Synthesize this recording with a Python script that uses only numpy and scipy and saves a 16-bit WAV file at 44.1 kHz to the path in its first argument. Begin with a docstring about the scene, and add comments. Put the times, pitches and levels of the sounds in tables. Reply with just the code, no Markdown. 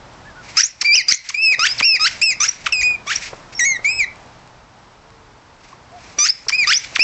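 """A squeaky rubber ball, chewed by a puppy on a lawn: each bite drives air out through the reed,
giving a falling chirp and an arched squeal. The released ball sucks air back with a lower buzz that
climbs, breaks up and ends as a whistle. The reed's harmonics sweep through chamber and tube resonances;
noise bursts make pops and tooth ticks, all echoed by the yard. Dry hiss, thuds, faint calls and an
outdoor wash with a hum are added; gain control ducks everything after loud squeaks."""
import sys
import numpy as np
from scipy import signal
from scipy.fft import rfft, irfft
from scipy.io import wavfile
from scipy.ndimage import uniform_filter1d, map_coordinates

SR = 44100
rng = np.random.default_rng(int(sys.argv[2]) if len(sys.argv) > 2 else 0)


def generate_wav(sig):
    """Save sig (samples, or channels by samples) to the path in sys.argv[1] as 16-bit PCM at SR."""
    pcm = np.round(np.clip(np.atleast_2d(sig).T, -1, 1) * 32767).astype(np.int16)
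    wavfile.write(sys.argv[1], SR, pcm)


N = 310023
T = np.arange(N) / SR

# outdoor background before its gain: (time [s], level [dB])
YARD_LEVEL = [(0, -45), (2, -43.5), (3.2, -45), (4.2, -45), (4.7, -49.5), (5.7, -49.5), (6.1, -47),
              (7.03, -45.5)]
# spectrum of the outdoor background: (frequency [Hz], relative level [dB])
YARD_SPECTRUM = [(15, -26.5), (25, -5), (90, -5), (160, -7.5), (310, -11), (440, -12.5), (540, -10.5),
                 (920, -8.5), (1600, -15), (3000, -22.5), (5500, -24.5), (7800, -31.5), (9000, -68.5)]
# soft low thuds: (time [s], half width to 1/e [s], level [dB])
THUDS = [(2.817, 0.02, -34.5), (4.014, 0.039, -40)]
# faint far-off calls: (time [s], length [s], top pitch [Hz], level [dB])
FAR_CALLS = [(0.237, 0.089, 1724, -39.5), (0.346, 0.082, 1480, -37), (4.9, 0.504, 451, -53),
             (5.727, 0.01, 1105, -33), (5.911, 0.094, 715, -36)]
# spectrum of hissing air: (frequency [Hz], relative level [dB])
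AIR_SPECTRUM = [(600, -29.5), (1300, 4.5), (2300, 17), (3200, 6), (4300, 9.5), (5600, 10), (7800, 3),
                (9000, -66)]
# air through the hole with the reed silent: (peak time [s], rise [s], fall [s], level before flutter [dB])
PUFFS = [(0.5, 0.061, 0.047, -39), (1.265, .03, 0.074, -24.5), (2.69, 0.06, 0.019, -39),
         (3.11, 0.024, 0.041, -26), (3.234, 0.017, 0.053, -28.5), (3.532, 0.0097, 0.015, -38),
         (5.66, 0.064, 0.12, -51.5), (6.064, 0.084, 0.1, -44), (6.85, 0.037, 0.084, -33)]
# the rubber wall pops in or out: (time [s], level before the common gain [dB])
POPS = [(0.828, -22.5), (0.949, -18), (1.077, -32), (1.521, -24), (1.583, -18.5), (1.808, -21),
        (1.944, -28), (2.905, -24.5), (2.649, -30), (3.063, -26.5), (3.33, -20), (3.791, -27),
        (6.181, -24.5), (6.466, -20), (6.925, -27), (6.99, -15.5)]
# echoes off fences and house: (delay [s], level [dB])
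ECHOES = [(.009, -16.5), (0.023, -17.5), (0.032, -38.5), (.052, -33.5)]
# resonances of the ball's chamber: (frequency [Hz], relative level [dB])
CHAMBER_RESPONSE = [(700, 3.5), (1200, -1.5), (1700, 8), (2300, 1), (3000, 2.5), (3800, -7), (4600, -6)]
# turbulence of the reed, which hardly speaks between buzz and whistle: (pitch [Hz], relative level [dB])
BREATHINESS = [(1200, 2.5), (1600, 1.5), (2400, 6), (3000, -0.5), (3900, 9.5), (4700, -9.5), (5500, -7)]
# teeth close, reed flips from whistle to buzz: (time [s], time to flip [s], time after flip [s],
# chamber offset [dB], tube offset [dB], tube resonance [Hz])
CHIRPS = [(0.812, 0.0068, 0.01, -11.5, -1, 4840), (1.289, 0.0058, 0.013, -13.5, -7, 5660),
          (1.781, .0215, 0.0084, -9.5, -24, 5000), (2.660, 0.0034, .012, -9, -43, 6230),
          (6.4844, .009, .011, -13, -9.5, 4900), (6.954, 0.0082, 0.0093, -6.5, -22.5, 5100)]
# chirp pitch at the start, before the flip, after the flip and at the end: (pitch [Hz])
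CHIRP_PITCH = (5800, 3480, 1553, 1001)
# chirp's chamber part at those moments: (level before the offset [dB])
CHIRP_CHAMBER = (-25, -6.5, -4, -7)
# chirp's tube part at those moments: (level before the offset [dB])
CHIRP_TUBE = (1, -3.5, -1.5, -21)
# the jaw presses air out: (time [s], rise [s], hold [s], fall [s], first pitch [Hz], crest pitch [Hz],
# pitch as the jaw eases [Hz], last pitch [Hz], base chamber level [dB], base tube level [dB],
# tube resonance [Hz])
SQUEALS = [(0.847, 0.02, 0.12, 0.03, 2237, 2321, 2330, 1884, -6.5, -2, 5120),
           (1.343, .088, 0.092, 0.026, 2328, 2657, 2460, 1903, -6.5, -11.5, 5690),
           (1.824, 0.033, 0.096, 0.02, 2290, 2743, 2490, 1915, -10.5, -5, 5280),
           (2.216, 0.021, 0.065, 0.033, 2400, 2586, 2538, 1958, -14, -8, 5940),
           (2.724, 0.039, 0.18, 0.017, 2730, 2500, 2453, 2343, -15.5, -21, 5930),
           (3.593, 0.067, 0.074, 0.035, 2233, 2234, 2060, 1878, -16.5, -18, 6360),
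           (3.846, 0.076, .066, .058, 2156, 2573, 2570, 1935, -12, -18.5, 6070),
           (6.523, 0.046, 0.061, 0.021, 2280, 2567, 2317, 1920, -13, -17, 5570),
           (6.994, 0.051, .020, .020, 2343, 2860, 2800, 2590, -3.5, -0.5, 5370)]
# the ball slips in the jaw and bends the squeal: (time [s], half width to 1/e [s], bend [octaves],
# squareness [exponent])
SLIPS = [(0.866, 0.011, 0.053, 2.7), (0.960, .014, .43, 1), (1.859, 0.012, 0.026, 1.6),
         (2.247, .018, .07, 1.7), (2.822, .008, -0.35, 1.9), (3.625, 0.028, -.23, 4)]
# the jaw lets go, air is sucked back: (time [s], length [s], runaway [s], first pitch [Hz],
# drift [octaves/s], first chamber level [dB], late chamber level before the break [dB],
# tube level before the break [dB], tube resonance [Hz])
BUZZES = [(0.571, 0.053, 0.019, 1226, 6.8, -9, -7, 3, 5440),
          (1.084, .048, 0.014, 1192, 5.2, -21.5, 0, 2, 5130),
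          (1.593, 0.081, .016, 1211, 3.2, -16.5, -1.5, -15, 5340),
          (1.996, 0.085, 0.011, 1219, 1.8, -18.5, -9.5, -10.5, 4380),
          (2.403, .066, 0.018, 1160, 2.63, -19, -21.5, -11.5, 5940),
          (3.07, 0.064, 0.023, 1101, 3.12, -26, -11.5, -32, 5900),
          (6.187, 0.091, 0.012, 1169, 0.74, -20.5, -22, -8.5, 5620),
          (6.673, 0.062, 0.023, 1179, 2.5, -16, -1, -11, 5100)]
# little air left to move: (time [s], length [s], first pitch [Hz], last pitch [Hz],
# first tube level [dB], last tube level [dB], tube resonance [Hz])
WHISTLES = [(0.634, 0.037, 5650, 7400, 8, -11, 5300), (1.135, 0.019, 5480, 7180, 4, -3, 5270),
            (1.679, .050, 4620, 5250, -19.5, -16, 5430), (2.48, 0.013, 5240, 5910, -17, 0, 5900),
            (3.154, 0.0084, 5200, 5880, -22, -14, 5760), (3.55, 0.037, 5540, 5380, -34.5, -27.5, 5600),
            (6.285, 0.02, 4600, 5300, -12, 2, 5600), (6.735, .044, 4700, 6160, -9, -7.5, 5140)]
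# brief swells and dips of squeals and buzzes: (time [s], half width to 1/e [s], chamber change [dB],
# tube change [dB])
SWELLS = [(0.846, 0.0085, -3, -10), (0.892, 0.04, 1, -14), (0.939, 0.022, 4.5, 7.5),
          (1.367, 0.011, -9.5, -10), (1.405, 0.016, -2, -11), (1.462, 0.018, 1, 6.5),
          (1.824, 0.007, -1, -8), (2.0, 0.011, -1.5, -9), (1.891, 0.027, 0.5, 1.5),
          (2.212, 0.0071, -7.5, 6), (2.233, 0.024, 6, 0), (2.733, .01, 7, 0.5), (2.78, 0.09, -1, 2),
          (2.822, 0.0067, -5.5, -5.5), (2.87, .018, 3.5, 0), (2.945, 0.049, -7, -17.5),
          (3.745, 0.017, -7, -20), (3.843, 0.012, 0, -10), (3.956, 0.044, -21, -6), (4.007, 0.014, 9, 5),
          (6.266, 0.0079, 9.5, -0.5), (6.572, 0.0097, -16, -19)]

FLIP_HALF_S = 0.0017  # half the duration of the chirp's flip
RISE_POWER, SAG_POWER = 1.3, 1.3  # how early the crest is reached; how late in the hold the pitch sags
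BRIGHT_DB_PER_OCTAVE = 36.5  # tube level follows pitch, as overtones grow with pressure
STALL_CHAMBER_DB, STALL_TUBE_DB = -4.5, -7.5  # change as the reed stalls
BREAK_HZ, BREAK_CHAMBER_DB, BREAK_TUBE_DB = 3434, -6, -7  # buzz's last pitch; change in the last rush
TUBE_WIDTH_HZ = 460  # offset at which the tube's gain is halved, for all but squeals
SAMPLING_HZ, TOP_HZ = 16000, 8000  # low sampling rate and the top of its band


def undb(db):
    """Logarithmic level: decibels to amplitude gain."""
    return 10 ** (np.asarray(db) / 20)


def unit(x):
    """Mean power: scale to rms 1."""
    return x / np.sqrt(np.mean(x ** 2) + 1e-18)


def colour(hz, points):
    """Frequency response: gain interpolated over log frequency."""
    f, db = np.transpose(points)
    return undb(np.interp(np.log(hz + 1), np.log(f), db))


def noise(points, size=N):
    """Spectral shaping: white noise filtered to a given spectrum, at rms 1."""
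    spectrum = rfft(rng.standard_normal(size))
    hz = np.arange(size // 2 + 1) * SR / size
    return unit(irfft(spectrum * colour(hz, points), size))


def walk(rate, size=N):
    """Band-limited fluctuation: random points at the given rate [Hz], smoothly joined."""
    at = np.arange(size) * rate / SR
    points = rng.standard_normal(int(at[-1]) + 2)
    return map_coordinates(points, [at], order=2, mode="nearest")


def add(out, start, x):
    """Superposition: mix x into out from the given time [s]."""
    i = max(int(start * SR), 0)
    out[i:i + len(x)] += x[:max(N - i, 0)]


def background(gain_db=3, hum_hz=122, hum_db=-7):
    """Broadband and tonal sources combined: an outdoor wash and a wavering low hum."""
    hum_phase = 2 * np.pi * np.cumsum(hum_hz + 0.5 * walk(2.7)) / SR
    hum = np.sin(hum_phase) * undb(hum_db + 1.9 * walk(9.2))
    wash = noise(YARD_SPECTRUM) * undb(gain_db + 0.55 * walk(12))
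    return (wash + hum) * undb(np.interp(T, *np.transpose(YARD_LEVEL)))


def thuds():
    """Low-frequency impulses: bass noise under smooth bell envelopes."""
    push = sum(undb(db) * np.exp(-((T - s) / width) ** 2) for s, width, db in THUDS)
    return noise([(20, -6), (60, 8), (110, -20), (250, -30.5), (1000, -75)]) * push


def far_calls(droop=0.128):
    """Frequency modulation: thin far-off tones with arched pitch and level."""
    out = np.zeros(N)
    for s, length, hz, db in FAR_CALLS:
        u = np.linspace(-1, 1, int(length * SR))
        pitch = hz * (1 - droop * u ** 2 + .015 * walk(250, size=len(u)))
        tone = np.sin(2 * np.pi * np.cumsum(pitch) / SR)
        add(out, s, tone * (1 - u ** 2) * undb(db))
    return out


def air(flutter_db=2.0, leak_db=-25, leak_s=0.008, refill_db=-27, refill_s=0.089, swell_s=0.0099):
    """Turbulent flow: hiss in puffs, leaking around each reed onset and sighing on as the ball refills."""
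    flow = 0
    for s, rise, fall, db in PUFFS:
        flow = flow + undb(db) * np.exp(-((T - s) / np.where(T < s, rise, fall)) ** 2)
    for s, *_, chamber_db, tube_db, _ in CHIRPS + SQUEALS + BUZZES:
        leak = np.exp(-np.minimum(np.abs(T - s) / leak_s, 20))
        flow = flow + undb(max(chamber_db, tube_db) + leak_db) * leak
    for s, length, *_ in BUZZES:
        age = T - s - length  # since the buzz ended
        refill = np.exp(-np.minimum(np.abs(age) / np.where(age < 0, swell_s, refill_s), 20))
        flow = np.hypot(flow, undb(refill_db) * refill)
    return noise(AIR_SPECTRUM) * flow * undb(flutter_db * walk(90))


def teeth(per_s=9, db=-47, spread_db=4):
    """Stick-slip friction: tiny ticks at random moments as teeth slip on rubber."""
    t = T[:256]
    tick = noise(AIR_SPECTRUM, size=len(t)) * np.exp(-t / 0.00095)
    happens = rng.random(N) < per_s / SR
    slips = happens * undb(db + spread_db * rng.standard_normal(N))
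    return signal.fftconvolve(slips, tick)[:N]


def pops(decay_s=0.0058, gain_db=-1):
    """Buckling of a soft shell: a dull, quickly damped knock."""
    out, t = np.zeros(N), T[:2048]
    for s, db in POPS:
        knock = noise([(60, -10.5), (250, -4), (700, -0.5), (1500, -9), (6000, -51)], size=len(t))
        envelope = (1 - np.exp(-t / 0.0019)) * np.exp(-t / decay_s)
        add(out, s, knock * envelope * undb(db + gain_db))
    return out


def yard(x, t60=0.25, tail_db=-26):
    """Reflection and scattering: distinct echoes and a short diffuse tail join the direct sound."""
    t = T[:SR // 2]
    response = noise([(200, -10.5), (2300, 9.0), (5500, 4), (8000, -21.5)], size=len(t))
    response *= np.exp(-np.log(1000) * t / t60) * np.clip(t / 0.069, 0, 1)
    response *= undb(tail_db) / np.sqrt(np.sum(response ** 2))
    for delay, db in ECHOES:
        response[int(delay * SR)] += undb(db)
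    return x + signal.fftconvolve(x, response)[:N]


def chirp(s, before, after, chamber_db, tube_db):
    """Mode jump: a whistle tumbles to a buzz; rows are (time [s], pitch [Hz], chamber [dB], tube [dB])."""
    flip_start = max(before - FLIP_HALF_S, 1e-4)
    t = s + np.array([0, flip_start, before + FLIP_HALF_S, before + max(after, FLIP_HALF_S)])
    return np.transpose([t, CHIRP_PITCH, np.add(CHIRP_CHAMBER, chamber_db), np.add(CHIRP_TUBE, tube_db)])


def squeal(s, rise, hold, fall, first_hz, crest_hz, eased_hz, last_hz, chamber_db, tube_db):
    """Pressure-controlled pitch: it arches with the jaw's force, then drops until the reed stalls."""
    t = np.arange(s, s + rise + hold + fall, 1e-3)
    rising = np.clip((t - s) / rise, 0, 1)
    sagging = np.clip((t - s - rise) / hold, 0, 1)
    falling = np.clip((t - s - rise - hold) / fall, 0, 1)
    hz = crest_hz + (first_hz - crest_hz) * (1 - rising) ** RISE_POWER
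    hz = hz + (eased_hz - crest_hz) * sagging ** SAG_POWER + (last_hz - eased_hz) * falling
    tube_db = tube_db + BRIGHT_DB_PER_OCTAVE * np.log2(hz / crest_hz) + STALL_TUBE_DB * falling
    for at, width, octaves, squareness in SLIPS:
        hz = hz * 2 ** (octaves * np.exp(-np.abs((t - at) / width) ** squareness))
    return np.transpose([t, hz, chamber_db + STALL_CHAMBER_DB * falling, tube_db])


def buzz(s, length, runaway_s, first_hz, drift, first_db, late_db, tube_db):
    """Runaway instability: the pitch creeps as the ball refills, then rushes upward."""
    u = np.linspace(0, 1, 64)
    rush = np.exp((u - 1) * length / runaway_s)
    creep_hz = first_hz * 2 ** (drift * u * length)
    hz = creep_hz * (BREAK_HZ / creep_hz[-1]) ** (rush * u)
    chamber_db = first_db + (late_db - first_db) * u ** 2 + BREAK_CHAMBER_DB * rush ** 2
    return np.transpose([s + u * length, hz, chamber_db, tube_db + BREAK_TUBE_DB * rush])


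def whistle(s, length, first_hz, last_hz, first_db, last_db, chamber_db=-15):
    """Weak-flow oscillation: one glide, its chamber level set relative to the tube's."""
    first = (s, first_hz, first_db + chamber_db, first_db)
    last = (s + length, last_hz, last_db + chamber_db, last_db)
    return np.array([first, last])


def swell(rows):
    """Amplitude modulation: brief swells and dips laid over a squeak's course."""
    t, hz, chamber_db, tube_db = np.transpose(rows)
    for at, width, chamber_change, tube_change in SWELLS:
        bell = np.exp(-((t - at) / width) ** 2)
        chamber_db = chamber_db + chamber_change * bell
        tube_db = tube_db + tube_change * bell
    return np.transpose([t, hz, chamber_db, tube_db])


def reed(rows, tube_hz, tube_width_hz, rough, break_rough, jitter, rasp_db, edge_s,
         waver=0.0038, flutter_db=5.0, settle_s=0.013):
    """Source-filter principle: the reed's harmonics sweep through fixed chamber and tube resonances."""
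    s, pitch, chamber_db, tube_db = np.transpose(rows)
    t = np.arange(s[0] - edge_s / 2, s[-1] + edge_s, 1 / SR)
    hz = np.exp(uniform_filter1d(np.interp(t, s, np.log(pitch)), size=130))
    # the reed beats unsteadily as it starts and whenever its pitch slides fast
    slide = np.abs(np.gradient(np.log(hz))) * SR / 25
    onset = .5 * np.exp(-(t - t[0]) / settle_s)
    unrest = rough + break_rough * np.clip(slide + onset, 0, 1)
    hz = hz * (1 + jitter * unrest * walk(1100, size=len(t)) + waver * walk(110, size=len(t)))
    phase = 2 * np.pi * np.cumsum(hz) / SR
    k = np.arange(1, 8)[:, None]  # harmonic numbers
    partials = k * hz
    # low partials belong to the chamber, high ones to the tube
    in_tube = np.clip((partials - 3900) / 600, 0, 1)
    chamber = colour(partials, CHAMBER_RESPONSE) * (1 - in_tube)
    detune = (partials - tube_hz) / tube_width_hz
    tube = in_tube * (partials < SAMPLING_HZ) / (1 + detune ** 2)
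    gains = 0
    for shape, db in ((chamber, chamber_db), (tube, tube_db)):
        strength = np.sqrt(np.sum(shape ** 2, axis=0) + 0.0069)
        gains = gains + shape / strength * undb(np.interp(t, s, db))
    # each partial's phase turns as it crosses the tube resonance
    tone = np.sqrt(2) * np.sum(gains * np.sin(k * phase - 2 * np.arctan(detune)), axis=0)
    tone *= undb(flutter_db * unrest * walk(330.5, size=len(t)))
    # an unsteady reed turns part of the flow into turbulence
    share = unrest * undb(rasp_db) * colour(hz, BREATHINESS)
    rasp = noise(AIR_SPECTRUM, size=len(t)) * np.sqrt(np.sum(gains ** 2, axis=0))
    gate = np.clip(np.minimum(t - t[0], t[-1] - t) / edge_s, 0, 1)
    return t[0], gate * (tone + share * rasp) / np.sqrt(1 + share ** 2)


def squeaker():
    """Flow-driven reed: bites chirp and squeal; returning air buzzes, breaks up and whistles."""
    out = np.zeros(N)
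    for *row, hz in CHIRPS:
        add(out, *reed(chirp(*row), hz, TUBE_WIDTH_HZ, rough=0.1, break_rough=.7,
                       jitter=.04, rasp_db=-6.5, edge_s=.002))
    for *row, hz in SQUEALS:
        add(out, *reed(swell(squeal(*row)), hz, tube_width_hz=273, rough=0.016, break_rough=1.0,
                       jitter=0.029, rasp_db=-16, edge_s=0.0039))
    for *row, hz in BUZZES:
        add(out, *reed(swell(buzz(*row)), hz, TUBE_WIDTH_HZ, rough=0.076, break_rough=0.94,
                       jitter=.026, rasp_db=-8, edge_s=.004))
    for *row, hz in WHISTLES:
        add(out, *reed(whistle(*row), hz, TUBE_WIDTH_HZ, rough=0.22, break_rough=0.68,
                       jitter=.017, rasp_db=-5.5, edge_s=.004))
    return out


def scene():
    """Superposition: the echoing toy joins the unechoed air, calls, background and thuds."""
    toy = yard(squeaker() + pops() + teeth())
    return (toy + air() + far_calls() + background() + thuds())[None]


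def gain_control(x, limit_db=-13.0, ratio=4, recover_db_per_s=35):
    """Dynamic compression: loud squeaks turn the gain down quickly; it creeps back up afterwards."""
    power = uniform_filter1d(x ** 2, size=220, origin=-30)
    level_db = 10 * np.log10(np.maximum(power, 1e-12))
    over_db = np.maximum(level_db - limit_db, 0) * (1 - 1 / ratio)
    recovery_db = recover_db_per_s * T
    cut_db = np.maximum.accumulate(over_db + recovery_db, axis=-1) - recovery_db
    return x * undb(-uniform_filter1d(cut_db, size=90))


def record(dry, fold_db=-9, ceiling=0.89):
    """Compression, saturation and aliasing: peaks are rounded, high overtones fold back into the band."""
    held = gain_control(dry)
    rounded = held / (1 + (held / ceiling) ** 6) ** (1 / 6)
    folded = rounded * (1 + 2 * undb(fold_db) * np.cos(2 * np.pi * SAMPLING_HZ * T))
    lowpass = signal.ellip(8, .2, 70, TOP_HZ, fs=SR, output="sos")
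    return signal.sosfilt(lowpass, folded)


dry = scene()
out = record(dry)
generate_wav(out)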